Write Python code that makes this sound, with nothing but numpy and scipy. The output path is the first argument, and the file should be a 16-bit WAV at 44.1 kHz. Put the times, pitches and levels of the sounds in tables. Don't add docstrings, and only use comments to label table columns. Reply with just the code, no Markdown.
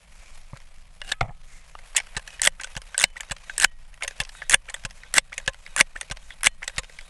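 import sys
import numpy as np
from scipy import signal
from scipy.io import wavfile
from scipy.ndimage import uniform_filter1d

SR = 44100
rng = np.random.default_rng(int(sys.argv[2]) if len(sys.argv) > 2 else 0)


def wav_out(sig):
    wavfile.write(sys.argv[1], SR, np.round(np.clip(np.atleast_2d(sig).T, -1, 1) * 32767).astype(np.int16))


def undo_db(level):
    steps = np.asarray(level, float) / 20
    return 10 ** steps


N = 312669

# pitch_hz, level_db, t60_s
TUBE_MODES = [(1542, -6.5, 0.024), (1738, -3.5, 0.027), (1920, -0.47, 0.016), (2230, -3, 0.01)]
# pitch_hz, level_db, t60_s
LINK_MODES = [(2758, 3.5, 0.006), (3481, -2.5, 0.013), (3860, 0.5, 0.0045), (5450, -2, 0.0043)]
# pitch_hz, level_db, t60_s
EDGE_MODES = [(6226, -0.5, 0.0036), (7145, 2, 0.0036), (8100, 4, 0.003), (9000, 2.5, 0.0027),
              (10100, -1.5, 0.0015)]
# pitch_hz, under_blow_db, t60_s
FRAME_MODES = [(594, -18, 0.027), (1050, -6, 0.11)]
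FRAME_DB = -10.5
# pitch_hz, level_db, t60_s
BOLT_SPRING_MODES = [(1640, -1, 0.023), (2840, -4.5, 0.043), (3780, -15, 0.044), (4400, -9, .02),
                     (776, -10, 0.052)]
# start_s, level_db, tick_lag_ms, tick_db
CATCHES = [
    (2.6453, -29.5, 28, -34),
    (3.2073, -28.5, 27, -34),
    (4.0805, -25.5, 30.1, -31.5),
    (4.743, -26.5, 24, -37),
    (5.3803, -25.5, 21, -35),
    (6.012, -27, 19, -35),
    (6.6786, -24.5, 19.0, -33),
]
# start_s, level_db, rebound_lag_ms, rebound_db, settling_lag_ms
STOPS = [
    (2.168, -25.5, 6.9, -29, 27.6),
    (2.7669, -30, 7.9, -34, 51.5),
    (3.3124, -28.5, 6.6, -26.5, 53.5),
    (4.2036, -22, 12.9, -31.5, 89),
    (4.851, -27.5, 3.9, -34, 57.7),
    (5.479, -18.5, 15.2, -41, 66.0),
    (6.1127, -28.5, 6.4, -32, 59.1),
    (6.7822, -21.5, 7.3, -29, 53),
]
# start_s, level_db
TOUCHES = [
    (2.418, -10.5),
    (2.9799, -11),
    (3.5806, -14),
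    (4.4967, -13),
    (5.1407, -13.5),
    (5.764, -17),
    (6.433, -17),
]
# start_s, pressure_db, brightness_db
SLAMS = [
    (2.4737, -27, -1.5),
    (3.0404, -30.5, -1.5),
    (3.646, -28.5, -0.5),
    (4.5441, -23.5, 0.5),
    (5.1819, -24.5, 0.5),
    (5.8103, -24, -1.5),
    (6.471, -25, -1),
]


def rms_one(x):
    return x / np.sqrt(np.mean(x ** 2) + 1e-20)


def drift(rate):
    r = np.exp(-80 * np.pi * rate / SR)
    slow = signal.lfilter([1], [1, -2 * r, r * r], rng.standard_normal(N // 40 + 2002))[2000:]
    return np.interp(np.arange(N) / 40, np.arange(len(slow)), rms_one(slow))


def ring(force, hz, t60):
    r = undo_db(-60 / (t60 * SR))
    w = 2 * np.pi * hz / SR
    return signal.lfilter([0, np.sin(w)], [1, -2 * r * np.cos(w), r * r], force + 1e-18)


def add(out, times, sounds):
    for s, sound in zip(times, sounds):
        i = round(s * SR)
        out[i:i + len(sound)] += sound[:N - i]


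def banded_noise(spectrum, patchy_db, rate):
    hz, level_db = np.transpose(spectrum)
    top_hz = min(hz[-1], .4 * SR)
    edges = np.geomspace(hz[0], top_hz, round(3 * np.log2(hz[-1] / hz[0])))
    white = rng.standard_normal((2, N))
    together = drift(rate)
    out = 0
    for k, (low, high) in enumerate(zip(edges, edges[1:])):
        sos = signal.butter(2, [low, high], "band", fs=SR, output="sos")
        band = signal.sosfilt(sos, white[k % 2])
        here_db = np.interp(np.log(low * high) / 2, np.log(hz), level_db)
        out = out + band * undo_db(here_db + patchy_db * (0.33 * together + drift(rate)))
    return rms_one(out)


def strike(times, levels_db, modes):
    blows = np.zeros(N)
    add(blows, times, undo_db(np.c_[levels_db]))
    return sum(undo_db(db) * ring(blows, hz, t60) for hz, db, t60 in modes)


def small_strike(s, modes):
    return signal.sosfilt(signal.butter(2, 480, "high", fs=SR, output="sos"), strike([s], [0], modes))


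def contacts(times, length_ms, levels_db, damping, rattle_db, rise, lean_db=0, timed_by=slice(0, 4),
             edge_lean_db=0):
    # pitch_hz, level_db, t60_s
    grip_modes = [(536, -5, 0.049), (817, 6, 0.012), (1190, -1, 0.016)]
    ms = np.arange(2600) / SR * 1000 - 8
    grit = rng.standard_normal((len(times), 4, len(ms)))
    uneven_db = rng.normal(0, 3.7, (len(times), 4, 5))
    uneven_db[:, 1] += np.c_[lean_db + 0 * times] * (np.arange(5) - 1.5)
    uneven_db[:, 3] += np.c_[edge_lean_db + 0 * times] * (np.arange(5) - 2)
    width_ms = np.maximum(0.57 * np.c_[length_ms] - .4, .15) * np.where(ms < 0, rise, 1.4)
    rattle = undo_db(rattle_db) * np.exp(-ms / 6 - (ms / 25) ** 4) * (ms > 0)
    pressure = np.exp(-(ms / width_ms) ** 2) + rattle
    parts = []
    for k, part in enumerate([grip_modes, TUBE_MODES, LINK_MODES, EDGE_MODES]):
        edges_hz = [0.66 * part[0][0], 1.6 * part[-1][0]]
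        sos = signal.butter(2, edges_hz, "band", fs=SR, output="sos")
        force = signal.sosfilt(sos, pressure * grit[:, k])
        sound = 0
        for m, (hz, db, t60) in enumerate(part):
            sound = sound + (-1) ** m * undo_db(db + uneven_db[:, k, m:m + 1]) * ring(force, hz, t60 / damping)
        top = np.sqrt(uniform_filter1d(sound ** 2, size=60).max(axis=1, keepdims=True))
        parts.append(sound / top * undo_db(np.c_[levels_db[k]]))
    peak = uniform_filter1d(sum(parts[timed_by]) ** 2, size=50).argmax(axis=1)
    out = np.zeros(N)
    add(out, times - peak / SR, sum(parts))
    return out


def contact_rows(colour, s, db, bright_db=0, length_ms=None):
    bright_share = (-0.6, 0.36, 0.96, 1.6)
    levels_db = np.c_[db] + colour[1:] + np.c_[bright_db + 0 * s] * bright_share
    return np.c_[s, colour[0] + 0 * s if length_ms is None else length_ms, levels_db]


def abrupt_contacts(rows, lean_db):
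    s, length_ms, *levels_db = rows.T
    return contacts(s, length_ms, levels_db, damping=1.3, rattle_db=-4.5, rise=0.36, lean_db=lean_db)


def light_contacts(rows):
    s, body_db, edge_db = np.transpose(rows)
    levels_db = [body_db - 11.5, body_db - 5.5, edge_db + 0.0, edge_db - 5.0]
    return contacts(s, 0 * s + 3.9, levels_db, damping=3.4, rattle_db=-3.0, rise=0.085, lean_db=-0.3)


def slips():
    return rng.standard_normal((2, N)) * undo_db(4 * drift(150))


def slip_ring(force, modes):
    return rms_one(sum(ring(force, hz, t60) * undo_db(db) for hz, db, t60 in modes))


def swells(rows, t60):
    t = np.arange(N) / SR
    white = rng.standard_normal(N) * undo_db(2.0 * drift(40))
    out = 0
    for s, length, hz, db in rows:
        out = out + undo_db(db) * np.exp(-((t - s) / length) ** 2) * rms_one(ring(white, hz, t60))
    return out


def rattles(rows, modes):
    s, db = np.transpose(rows)
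    out = 0
    for m, mode in enumerate(modes):
        out = out + (-1) ** m * strike(s, db + rng.normal(0, 4, len(s)), [mode])
    return out


def wind():
    # frequency_hz, density_db_per_hz
    wind_spectrum = [(8.8, -15), (15, 12), (46, -4), (97, -25.5), (162, -16), (296, -53.5), (400, -63),
                     (520, -74), (880, -120)]
    return undo_db(-44) * banded_noise(wind_spectrum, patchy_db=1.5, rate=5)


def arm_pause(hard, depth_db, hold_s, back_s):
    since = np.arange(N) / SR - np.c_[hard]
    return -depth_db * np.max((since > .01) * np.clip(1 - (since - hold_s) / back_s, 0, 1), axis=0)


def slide():
    # start_s, level_db
    arm_speed = [(0, -61), (0.25, -55.5), (0.5, -58.5), (0.85, -60.5), (1.36, -63.5), (1.55, -57),
                 (1.91, -54), (3.54, -54), (3.749, -59), (3.949, -62.5), (4.17, -53.5), (4.401, -54.5),
                 (5.0, -56.5), (5.229, -57), (5.62, -57), (5.82, -53), (6.281, -57.5), (7.09, -56.5)]
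    # frequency_hz, density_db_per_hz
    rustle_spectrum = [(150, -26.5), (250, -8), (342, -16), (551, 9), (1210, 7.5), (1540, 6.5), (2540, 9.5),
                       (5000, -24), (6500, -53), (11000, -120)]
    # frequency_hz, density_db_per_hz
    hiss_spectrum = [(1760, -28.5), (3000, -8.5), (3680, -8.5), (4080, -9.5), (11700, -12), (15300, -53.5),
                     (22000, -120)]
    arm_db = np.interp(np.arange(N) / SR, *np.transpose(arm_speed))
    pause_db = arm_pause(np.array(SLAMS)[:, 0], depth_db=7.0, hold_s=0.11, back_s=0.07)
    pause_db += arm_pause(np.array(STOPS)[:, 0], depth_db=6, hold_s=.03, back_s=.08)
    rustle = undo_db(arm_db + 0.77 * pause_db) * banded_noise(rustle_spectrum, patchy_db=1.0, rate=22)
    hiss = undo_db(arm_db - 1.5 + pause_db) * banded_noise(hiss_spectrum, patchy_db=-1.55, rate=10.0)
    return undo_db(3 * drift(120) - 2.5) * (rustle + hiss)


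def seal_squeaks():
    # middle_s, length_s, pitch_hz, level_db
    squeaks = [
        (0.25, 0.14, 2320, -60.5),
        (1.55, 0.08, 2100, -57),
        (2.1, 0.063, 2400, -68),
        (3.45, 0.29, 2326, -70),
        (4.17, 0.064, 2530, -61),
        (4.42, 0.063, 3430, -58.5),
        (5.07, 0.026, 3400, -58.5),
        (5.72, 0.052, 2100, -68),
        (6.32, 0.017, 3400, -48.5),
        (7.0, 0.053, 3350, -58),
    ]
    return swells(squeaks, t60=0.007)


def puffs():
    # middle_s, length_s, pitch_hz, level_db
    seal_puffs = [
        (0.27, 0.16, 6460, -61),
        (1.54, 0.065, 6900, -56),
        (2.33, 0.025, 7400, -53.5),
        (3.52, 0.076, 6760, -54),
        (4.36, 0.045, 8100, -53),
        (4.98, 0.052, 6750, -60),
        (5.6, 0.043, 7330, -64),
        (6.26, 0.054, 7140, -58),
        (6.95, 0.11, 7250, -60),
    ]
    return swells(seal_puffs, t60=0.0009)


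def loading():
    # start_s, contact_length_ms, level_db, brightness_db
    hand = [(0.5335, 3.2, -43, -21.5), (1.0186, 2.2, -35, 0.5), (1.1215, 2.7, -20, 3),
            (1.2108, 2.9, -21, -5.5), (1.2298, 3.7, -37.5, -4.5), (1.24, 8.3, -54, -27.5),
            (1.2539, 47, -47, -17), (1.2846, 14, -48, -16), (1.295, 2.69, -43.5, -13.5),
            (1.315, 17, -68, -22), (1.1175, 3.5, -27, 4.5), (1.262, 9, -61, -24), (1.7545, 2.3, -48, -6)]
    # start_s, contact_length_ms, level_db, brightness_db
    opening = [
        (1.9527, 1.8, -38, 0),
        (1.9613, 7.6, -29.5, -1.5),
        (1.9674, 9.5, -30, 17.5),
        (1.9794, 1.5, -22, 4.5),
        (1.9869, 10, -29, 2.5),
        (2.0022, 2.2, -28, -0.5),
        (2.277, 3.8, -38, 7),
    ]
    lean_db = (0, -0.5, 0, 2, 8, 1, 9, 2, 1, -.5, -12, 1.5, 5, -8, 1, -1.5, 9, -0.5, 2, -7)
    # length_ms, grip_db, tube_db, link_db, edge_db
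    plain = (5, -8.5, 1, -3.5, -10.5)
    # pitch_hz, peak_db, t60_s
    handle = [(1710, -32.5, 0.047), (2870, -27, 0.029), (610, -43, 0.063), (3400, -30.5, 0.011),
              (4370, -37.5, 0.0049)]
    # pitch_hz, peak_db, t60_s
    bolt = [(1280, -55.5, 1), (1630, -59, .09), (1990, -47, .12), (2520, -54, 0.17), (3180, -55, .15),
            (3730, -13.5, 0.016), (4200, -17.5, 0.013), (3950, -55, 0.086), (2320, -52, .02),
            (1690, -40, 0.075)]
    # pitch_hz, peak_db, t60_s
    stock = [(790, -22, 0.05), (700, -50, 0.062), (840, -46, 0.13), (934, -28, 0.063), (1277, -59, 0.46),
             (1350, -12.5, 0.016), (2090, -12.5, 0.018), (4100, -29, 0.014), (5300, -43.5, .012)]
    # pitch_hz, peak_db, t60_s
    grasp = [(1210, -27.5, 0.017), (895, -34, 0.012), (2800, -36.5, .012), (4000, -44, 0.0031)]
    # pitch_hz, peak_db, t60_s
    freeing = [(1060, -28, 0.011), (1900, -29.5, 0.013), (4660, -34, .015), (7500, -31, 0.0063)]
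    s, length_ms, db, bright_db = np.transpose(list(hand) + list(opening))
    out = abrupt_contacts(contact_rows(plain, s, db, bright_db, length_ms), lean_db)
    out += strike([1.121], [0], bolt) - strike([1.2122], [0], stock)
    out += small_strike(1.0168, handle)
    return out - small_strike(1.7525, grasp) - small_strike(1.9497, freeing)


def jolts(rows, sign, push_hz, push_t60):
    s, push_db, swing_db = np.transpose(rows)
    push, swing = np.zeros((2, N))
    add(push, s, undo_db(np.c_[push_db]))
    add(swing, s + .007, undo_db(np.c_[swing_db]))
    soft = signal.butter(2, 420, fs=SR, output="sos")
    return sign * signal.sosfilt(soft, 1.5 * ring(push, push_hz, push_t60) - ring(swing, 40, .09))


def body_jolts():
    # start_s, push_peak_db, slow_swing_db
    loading_jolts = [
        (0.532, -27.5, -41),
        (1.21, -24, -17),
        (1.29, -35, -31),
    ]
    opened = list(loading_jolts) + [(s - .0025, -27.5, -25.5) for s, *_ in STOPS]
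    shut = [(s - .0035, -37.5, -33) for s, *_ in SLAMS]
    out = jolts(opened, 0.85, push_hz=127, push_t60=0.044)
    return out + jolts(shut, -1.1, push_hz=185.0, push_t60=0.055)


def ticks():
    # start_s, body_db, edge_db
    stray = [(0.5651, -38, -54.5), (0.572, -46, -43.5), (0.603, -44, -50), (1.099, -36, -43.5),
             (1.135, -30, -61.5), (1.7912, -36, -47), (2.0695, -43.5, -46), (2.3055, -47, -42),
             (2.6354, -42, -29.5), (3.2022, -31, -57), (3.9422, -43.5, -44), (4.01, -37, -47.5),
             (4.0483, -25, -33), (4.228, -33, -47.5), (4.236, -53.5, -39), (4.251, -44, -38),
             (4.3516, -34, -51.5), (5.324, -37, -52.5), (5.4969, -36, -58), (5.677, -40.5, -48),
             (6.4103, -41, -44.5), (6.623, -32, -57), (6.763, -57, -40.5), (6.8022, -52, -56.5),
             (6.845, -41, -42), (6.8981, -36.5, -49), (7.011, -42, -42.5), (3.852, -54.5, -59),
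             (3.933, -47, -57.5), (3.977, -43, -52.5)]
    # start_s, body_db, edge_db
    faint = [(0.558, -43.5, -56.5), (0.619, -50, -54), (0.88, -61, -68.5), (1.006, -55, -53),
             (1.072, -55, -46), (1.082, -50, -48.5), (1.091, -44, -36.5), (1.097, -46, -38),
             (2.149, -36, -54), (2.33, -43.5, -47.5), (2.552, -67, -57), (2.877, -53, -48.5),
             (3.384, -57, -49.5), (3.565, -46.5, -44), (4.656, -52, -54.5), (4.797, -49.5, -50.5),
             (4.9, -52, -49.5), (4.959, -57, -55.5), (5.296, -51.5, -57), (5.462, -55.5, -39.5),
             (5.535, -64, -43.5), (6.086, -65, -52), (6.162, -62, -52.5), (6.228, -51, -50.5)]
    slack_db = (-39, -32.5, -34.5, -44, -36, -42, -30, -33.5)
    # body_db, edge_db
    settling = [(-36, -45), (-38, -38.5), (-40, -41.5), (-38, -38.5), (-38, -41), (-37.5, -44.5),
                (-33.5, -39.5), (-37.5, -42)]
    follow = [(s + ms / 1000, db, db - 9.5) for s, _, ms, db in CATCHES]
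    lead = [(s - 0.0125, db, db - 8.5) for (s, *_), db in zip(STOPS, slack_db)]
    settle = [(s + ms / 1000, db, edge_db) for (s, *_, ms), (db, edge_db) in zip(STOPS, settling)]
    return light_contacts(follow + lead + settle + list(stray)) + light_contacts(faint)


def bolt_drag():
    # start_s, end_s
    drag_s = (1.035, 1.127)
    # start_db, end_db
    drag_db = (-56.5, -43)
    # start_s, level_db
    steps = [
        (1.070, -52),
        (1.079, -41),
        (1.090, -39),
        (1.097, -40),
        (1.108, -41),
    ]
    t = np.arange(N) / SR
    low, high = slips()
    spring = slip_ring(low, BOLT_SPRING_MODES)
    bright = slip_ring(high, list(LINK_MODES) + list(EDGE_MODES))
    dragging = (t > drag_s[0]) * (t < drag_s[1]) * undo_db(np.interp(t, drag_s, drag_db))
    return dragging * (spring + undo_db(0.5) * bright) + rattles(steps, BOLT_SPRING_MODES)


def stock_rattle():
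    # start_s, level_db
    small_knocks = [
        (1.2115, -18),
        (1.227, -27.5),
        (1.238, -34.5),
        (1.248, -37),
        (1.256, -38),
        (1.281, -40),
        (1.287, -43),
        (1.294, -37.5),
        (1.306, -39),
        (1.317, -50),
    ]
    # pitch_hz, level_db, t60_s
    hollow = [(190, -2.5, 0.019), (119, 1.5, 0.058), (553, -13, 0.03), (683, -3.5, 0.037), (802, -2, 0.027),
              (1260, -6, 0.015)]
    return rattles(small_knocks, hollow)


def stopping():
    # length_ms, grip_db, tube_db, link_db, edge_db
    stop_colour = (2.5, -8, 1, 2, -3)
    # length_ms, grip_db, tube_db, link_db, edge_db
    rebound_colour = (8, -3, -7.5, -1, -0.5)
    lean_db = (-5.5, -5, -7.5, 1.5, -9, -7, 0, 2.5)
    s, db, lag_ms, rebound_db, _ = np.transpose(STOPS)
    hits = contact_rows(stop_colour, s, db)
    rebounds = contact_rows(rebound_colour, s + lag_ms / 1000, rebound_db)
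    out = abrupt_contacts(np.vstack([hits, rebounds]), np.r_[lean_db, lean_db])
    return out + strike(s, db + FRAME_DB, FRAME_MODES)


def creak():
    # middle_s, half_length_s, level_db
    moves = [(2.37, 0.12, -57.5), (2.706, .05, -62), (2.943, .07, -61), (3.259, 0.055, -62.5),
             (3.529, 0.07, -55.5), (4.148, 0.061, -60.5), (4.412, 0.071, -53.5), (4.797, 0.064, -63),
             (5.043, 0.036, -57.5), (5.42, 0.11, -59), (5.7, 0.069, -58.5), (6.058, 0.089, -66),
             (6.29, 0.078, -61.5), (6.716, 0.104, -60.5), (6.97, 0.17, -64.5)]
    # pitch_hz, level_db, t60_s
    singing = [(1560, -4.5, 0.092), (1925, -6.5, .05), (2540, -4, 0.076), (2920, -9.5, 0.044),
               (3770, -3, 0.03)]
    t = np.arange(N) / SR
    moving = sum(undo_db(db) * np.exp(-((t - s) / length) ** 4) for s, length, db in moves)
    white = rng.standard_normal(N)
    song = sum(undo_db(db - 3 + 5.3 * drift(25)) * rms_one(ring(white, hz, t60)) for hz, db, t60 in singing)
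    return moving * song


def turning():
    # start_s, level_db, brightness_db
    turns = [
        (2.3967, -30.5, 6.5),
        (2.9483, -26, 3),
        (3.4983, -24.5, 3),
        (4.423, -26, -0.5),
        (5.0352, -36.5, 3.5),
        (5.6649, -34.5, 7),
        (6.307, -32.5, 3.5),
        (6.99, -34, 10.5),
    ]
    # length_ms, grip_db, tube_db, link_db, edge_db
    turn_colour = (2.2, -16, -1, -12.5, -29)
    lean_db = (1, -3.5, -4.5, -1, 1, 2.1, 1, 6.5)
    return abrupt_contacts(contact_rows(turn_colour, *np.transpose(turns)), lean_db)


def closing():
    # start_s, steel_db, tube_over_swell_db
    bounce_table = [(2.43, -25, 2), (2.4353, -17.5, -4.5), (2.4431, -18.5, -4.5), (2.451, -14.5, -5),
                    (2.454, -20.5, -0.5), (2.4602, -15, -2), (2.9907, -20, 5), (2.9988, -17.5, 1),
                    (3.0073, -20.5, 0), (3.0124, -22.5, 6.5), (3.0184, -17.5, -2.5), (3.026, -23, -4.5),
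                    (3.0301, -19, -4.5), (3.6, -15.5, 1.5), (3.612, -21, 5), (3.6191, -17.5, 2),
                    (3.6246, -17, 0.5), (3.6318, -18, 1), (3.6338, -27, 7.5), (4.5095, -17, -3.5),
                    (4.5183, -17.5, -0.5), (4.5234, -26.5, -5.5), (4.5263, -17, -2), (4.531, -18, -4.5),
                    (4.5364, -21, 6), (5.154, -26.5, 1.5), (5.1588, -25, -1), (5.1645, -18, -2),
                    (5.1686, -27, 2.5), (5.171, -19.5, -5.5), (5.1745, -22, -1.5), (5.7778, -27, 2),
                    (5.7841, -20, -10.5), (5.792, -22, -0.5), (5.7953, -22, -2.5), (5.8001, -23, -16),
                    (5.802, -15.5, 5.5), (6.4445, -19, 0.5), (6.4524, -20, 1.5), (6.4579, -22, -5.5),
                    (6.4617, -14.5, 2), (6.464, -20, 4)]
    # lead_ms, level_db
    seats = [(1.8, -17), (2.1, -21), (3.7, -12.5), (3.6, -15.5), (2.9, -18.5), (3, -25.5), (2.4, -21)]
    # length_ms, grip_db, tube_db, link_db, edge_db
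    touch_colour = (5, -22, -12, -11, -1)
    bounce_colour = (4.5, -22, -13.5, -5, -0.5)
    seat_colour = (1.5, -11, -7.5, -4, -5)
    slam_colour = (4, -12.5, 1, -3.5, -1.5)
    slam_lean = (1.5, 3.2, 2.5, 5, 8, 8.1, 4.7)
    slam_tube = (-1.7, -2.5, -0.7, -2, -0.83, 1, -1.2)
    slam_link = (2.5, 4.8, 1.8, 2.2, 1.7, 1.8, 2.5)
    touch_edge_lean = (3, 3, 3, 2.3, 2.1, 1.6, 3.1)
    first, touch_db = np.transpose(TOUCHES)
    slam, pressure_db, bright_db = np.transpose(SLAMS)
    times, bounce_db, tube_db = np.transpose(bounce_table)
    stroke = np.searchsorted(slam, times)
    closed = (times - first[stroke]) / (slam - first)[stroke]
    touches = contact_rows(touch_colour, first, touch_db, length_ms=2.4 + 0 * first)
    touches[:, 3] = 3 + pressure_db
    bounces = contact_rows(bounce_colour, times, bounce_db, length_ms=2.4 + 0 * times)
    bounces[:, 3] = -3 + tube_db + pressure_db[stroke] + 11 * closed
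    lead_ms, seat_db = np.transpose(seats)
    seatings = contact_rows(seat_colour, slam - lead_ms / 1000, seat_db)
    slammings = contact_rows(slam_colour, slam, -7.5 + 0 * slam, bright_db)
    slammings[:, 3] += slam_tube
    slammings[:, 4] += slam_link
    s, length_ms, *levels_db = np.vstack([touches, bounces, seatings, slammings]).T
    lean_db = np.r_[np.full(len(s) - len(slam), -3.0), slam_lean]
    edge_lean_db = np.r_[touch_edge_lean, 1.5 + 0 * times, 0 * slam, 0 * slam]
    return contacts(s, length_ms, levels_db, damping=1.4, rattle_db=-12.5, rise=.42, lean_db=lean_db,
                    timed_by=slice(2, 4), edge_lean_db=edge_lean_db)


def lever_drags():
    tightening = (-10.5, -16, -9.5, -3, 3, 3, -3)
    t = np.arange(N) / SR
    low, high = slips()
    tube = slip_ring(low, TUBE_MODES[:2])
    tight = slip_ring(high, TUBE_MODES[2:])
    bright = slip_ring(high, list(LINK_MODES) + list(EDGE_MODES))
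    out = np.zeros(N)
    for (first, _), (slam, db, _), tight_db in zip(TOUCHES, SLAMS, tightening):
        start, end = first + 0.0078, slam + 0.0039
        pressing = uniform_filter1d(1. * (t > start) * (t < end), size=130)
        press_db = 0.5 + np.interp(t, [start, end], [db - 22, db])
        tight_gain = undo_db(np.interp(t, [start, end], [tight_db - 12.5, tight_db]))
        out += pressing * undo_db(press_db) * (tube + tight_gain * tight + undo_db(-13) * bright)
        chatter = uniform_filter1d(1. * (t > start) * (t < end - 0.0045), size=130)
        out += chatter * undo_db(np.interp(t, [start, end], [db - 11, db - 5.5])) * bright
    return out


def stilled():
    delay_ms, speed_ms, depth_db = 2.7, 2.3, -1.5
    since_ms = (np.arange(N) / SR - np.array(SLAMS)[:, :1]) * 1000 - delay_ms
    fading = np.maximum(np.exp(-np.maximum(since_ms, 0) / speed_ms), undo_db(depth_db))
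    return np.where(since_ms < 90, fading, 1).min(axis=0)


def gripped(x):
    tube = signal.sosfiltfilt(signal.butter(2, [1200, 2700], "band", fs=SR, output="sos"), x)
    gain = stilled()
    return gain * (x - tube) + gain ** 2.5 * tube


def barrel():
    # pitch_hz, under_blow_db, t60_s
    steel = [(1660, -36, .13), (1895, -42, .9), (3012, -47, .3), (3758, -52, .7), (4190, -47, .4)]
    freedom = [
        (2.5, -7.5, 13.5, -12, 5),
        (13.5, -10.5, 24.5, -7.5, 5.5),
        (5, 10, 16.5, 8.5, 1),
        (-6.5, -3, 10.5, -2.5, -11),
        (1, 0.5, -1, 10.5, 1.5),
        (5, 3, -4, -4, -4),
        (-6.5, 7, 13, -6, 16),
    ]
    slam = np.array(SLAMS)[:, 0]
    out = 0
    for mode, free_db in zip(steel, np.transpose(freedom)):
        out = out + undo_db(5 * drift(30)) * strike(slam, free_db - 28, [mode])
    return out


def pops():
    # start_s, level_db
    pop_table = [
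        (2.594, -37),
        (3.155, -39.5),
        (4.009, -37.5),
        (4.678, -41.5),
        (5.317, -39.5),
        (5.953, -34.5),
        (6.616, -42),
    ]
    s, level_db = np.transpose(pop_table)
    t = np.arange(600) / SR
    pitch_hz = 1000 + 1300 * np.minimum(t / 0.019, 1)
    wobble = 1 + 1.6 * uniform_filter1d(rng.standard_normal((len(s), len(t))), size=16)
    tone = np.hanning(len(t)) * np.sin(2 * np.pi * np.cumsum(pitch_hz) / SR)
    out = np.zeros(N)
    add(out, s, undo_db(np.c_[level_db]) * wobble * tone)
    return out


def unlatching():
    # start_s, level_db, scrape_db
    unlatches = [
        (2.603, -32.5, -30.5),
        (3.1685, -31, -39),
        (4.0245, -21, -24.5),
        (4.691, -32.5, -31),
        (5.33, -28.5, -38.5),
        (5.9637, -29, -42),
        (6.6311, -26.5, -37),
    ]
    # length_ms, grip_db, tube_db, link_db, edge_db
    unlatch_colour = (5.5, -15, 0.5, -11, -16.5)
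    # length_ms, grip_db, tube_db, link_db, edge_db
    scrape_colour = (9, -12, -5, -6, -4.5)
    lean_db = (0, 2, 7, 4.5, 5.5, 2, 3)
    # pitch_hz, peak_db, t60_s
    grip_knock = [(555, -31, 0.088), (1010, -45, .02)]
    s, db, scrape_db = np.transpose(unlatches)
    scrape_s = s + 0.011
    rows = [contact_rows(unlatch_colour, s, db), contact_rows(scrape_colour, scrape_s, scrape_db)]
    out = abrupt_contacts(np.vstack(rows), np.r_[lean_db, lean_db])
    return out + strike(scrape_s, scrape_db + FRAME_DB, FRAME_MODES) + small_strike(4.043, grip_knock)


def catching():
    # length_ms, grip_db, tube_db, link_db, edge_db
    catch_colour = (4, -12.5, -1.5, -1, 0.5)
    lean_db = (-3.5, -1, 0, 7, 4, -1, -1)
    # pitch_hz, under_blow_db, t60_s
    catch_spring = [(6400, -6, 0.016), (6480, -28, .09)]
    s, db, *_ = np.transpose(CATCHES)
    return abrupt_contacts(contact_rows(catch_colour, s, db), lean_db) + strike(s, db, catch_spring)


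def scene():
    background = wind() + slide() + seal_squeaks() + puffs() + creak()
    hands = loading() + bolt_drag() + stock_rattle() + body_jolts() + ticks()
    opening = pops() + unlatching() + catching() + stopping()
    shutting = turning() + gripped(closing()) + gripped(lever_drags()) + barrel()
    return np.tile(background + hands + opening + shutting, (2, 1))


def side_patches(x, threshold):
    edges_hz = [40, 300, 1000, 2500, 4500, 8000, 12000]
    blocks = np.arange(N) // 1024 * 1024
    together = drift(5.5)
    out = 0
    for low, high in zip(edges_hz, edges_hz[1:]):
        band = signal.butter(4, [low, high], "band", fs=SR, output="sos")
        apart = uniform_filter1d(1. * ((together + .7 * drift(8.0))[blocks] > threshold), size=200)
        flutter = signal.lfilter([.2], [1, -.98 if low < 1000 else -.8], rng.standard_normal(N))
        out = out + apart * signal.sosfilt(band, signal.sosfilt(band, x) * rms_one(flutter))
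    return out


def band_limit(x):
    return signal.sosfilt(signal.butter(12, 11890, fs=SR, output="sos"), x)


def record(dry):
    x = signal.sosfilt(signal.cheby2(12, 50, 12530, fs=SR, output="sos"), dry)
    x = x + undo_db(-21.5) * side_patches(x[0], threshold=.1) * [[1], [-1]]
    return band_limit(np.clip(x, -1, 1))


dry = scene()
out = record(dry)
wav_out(out)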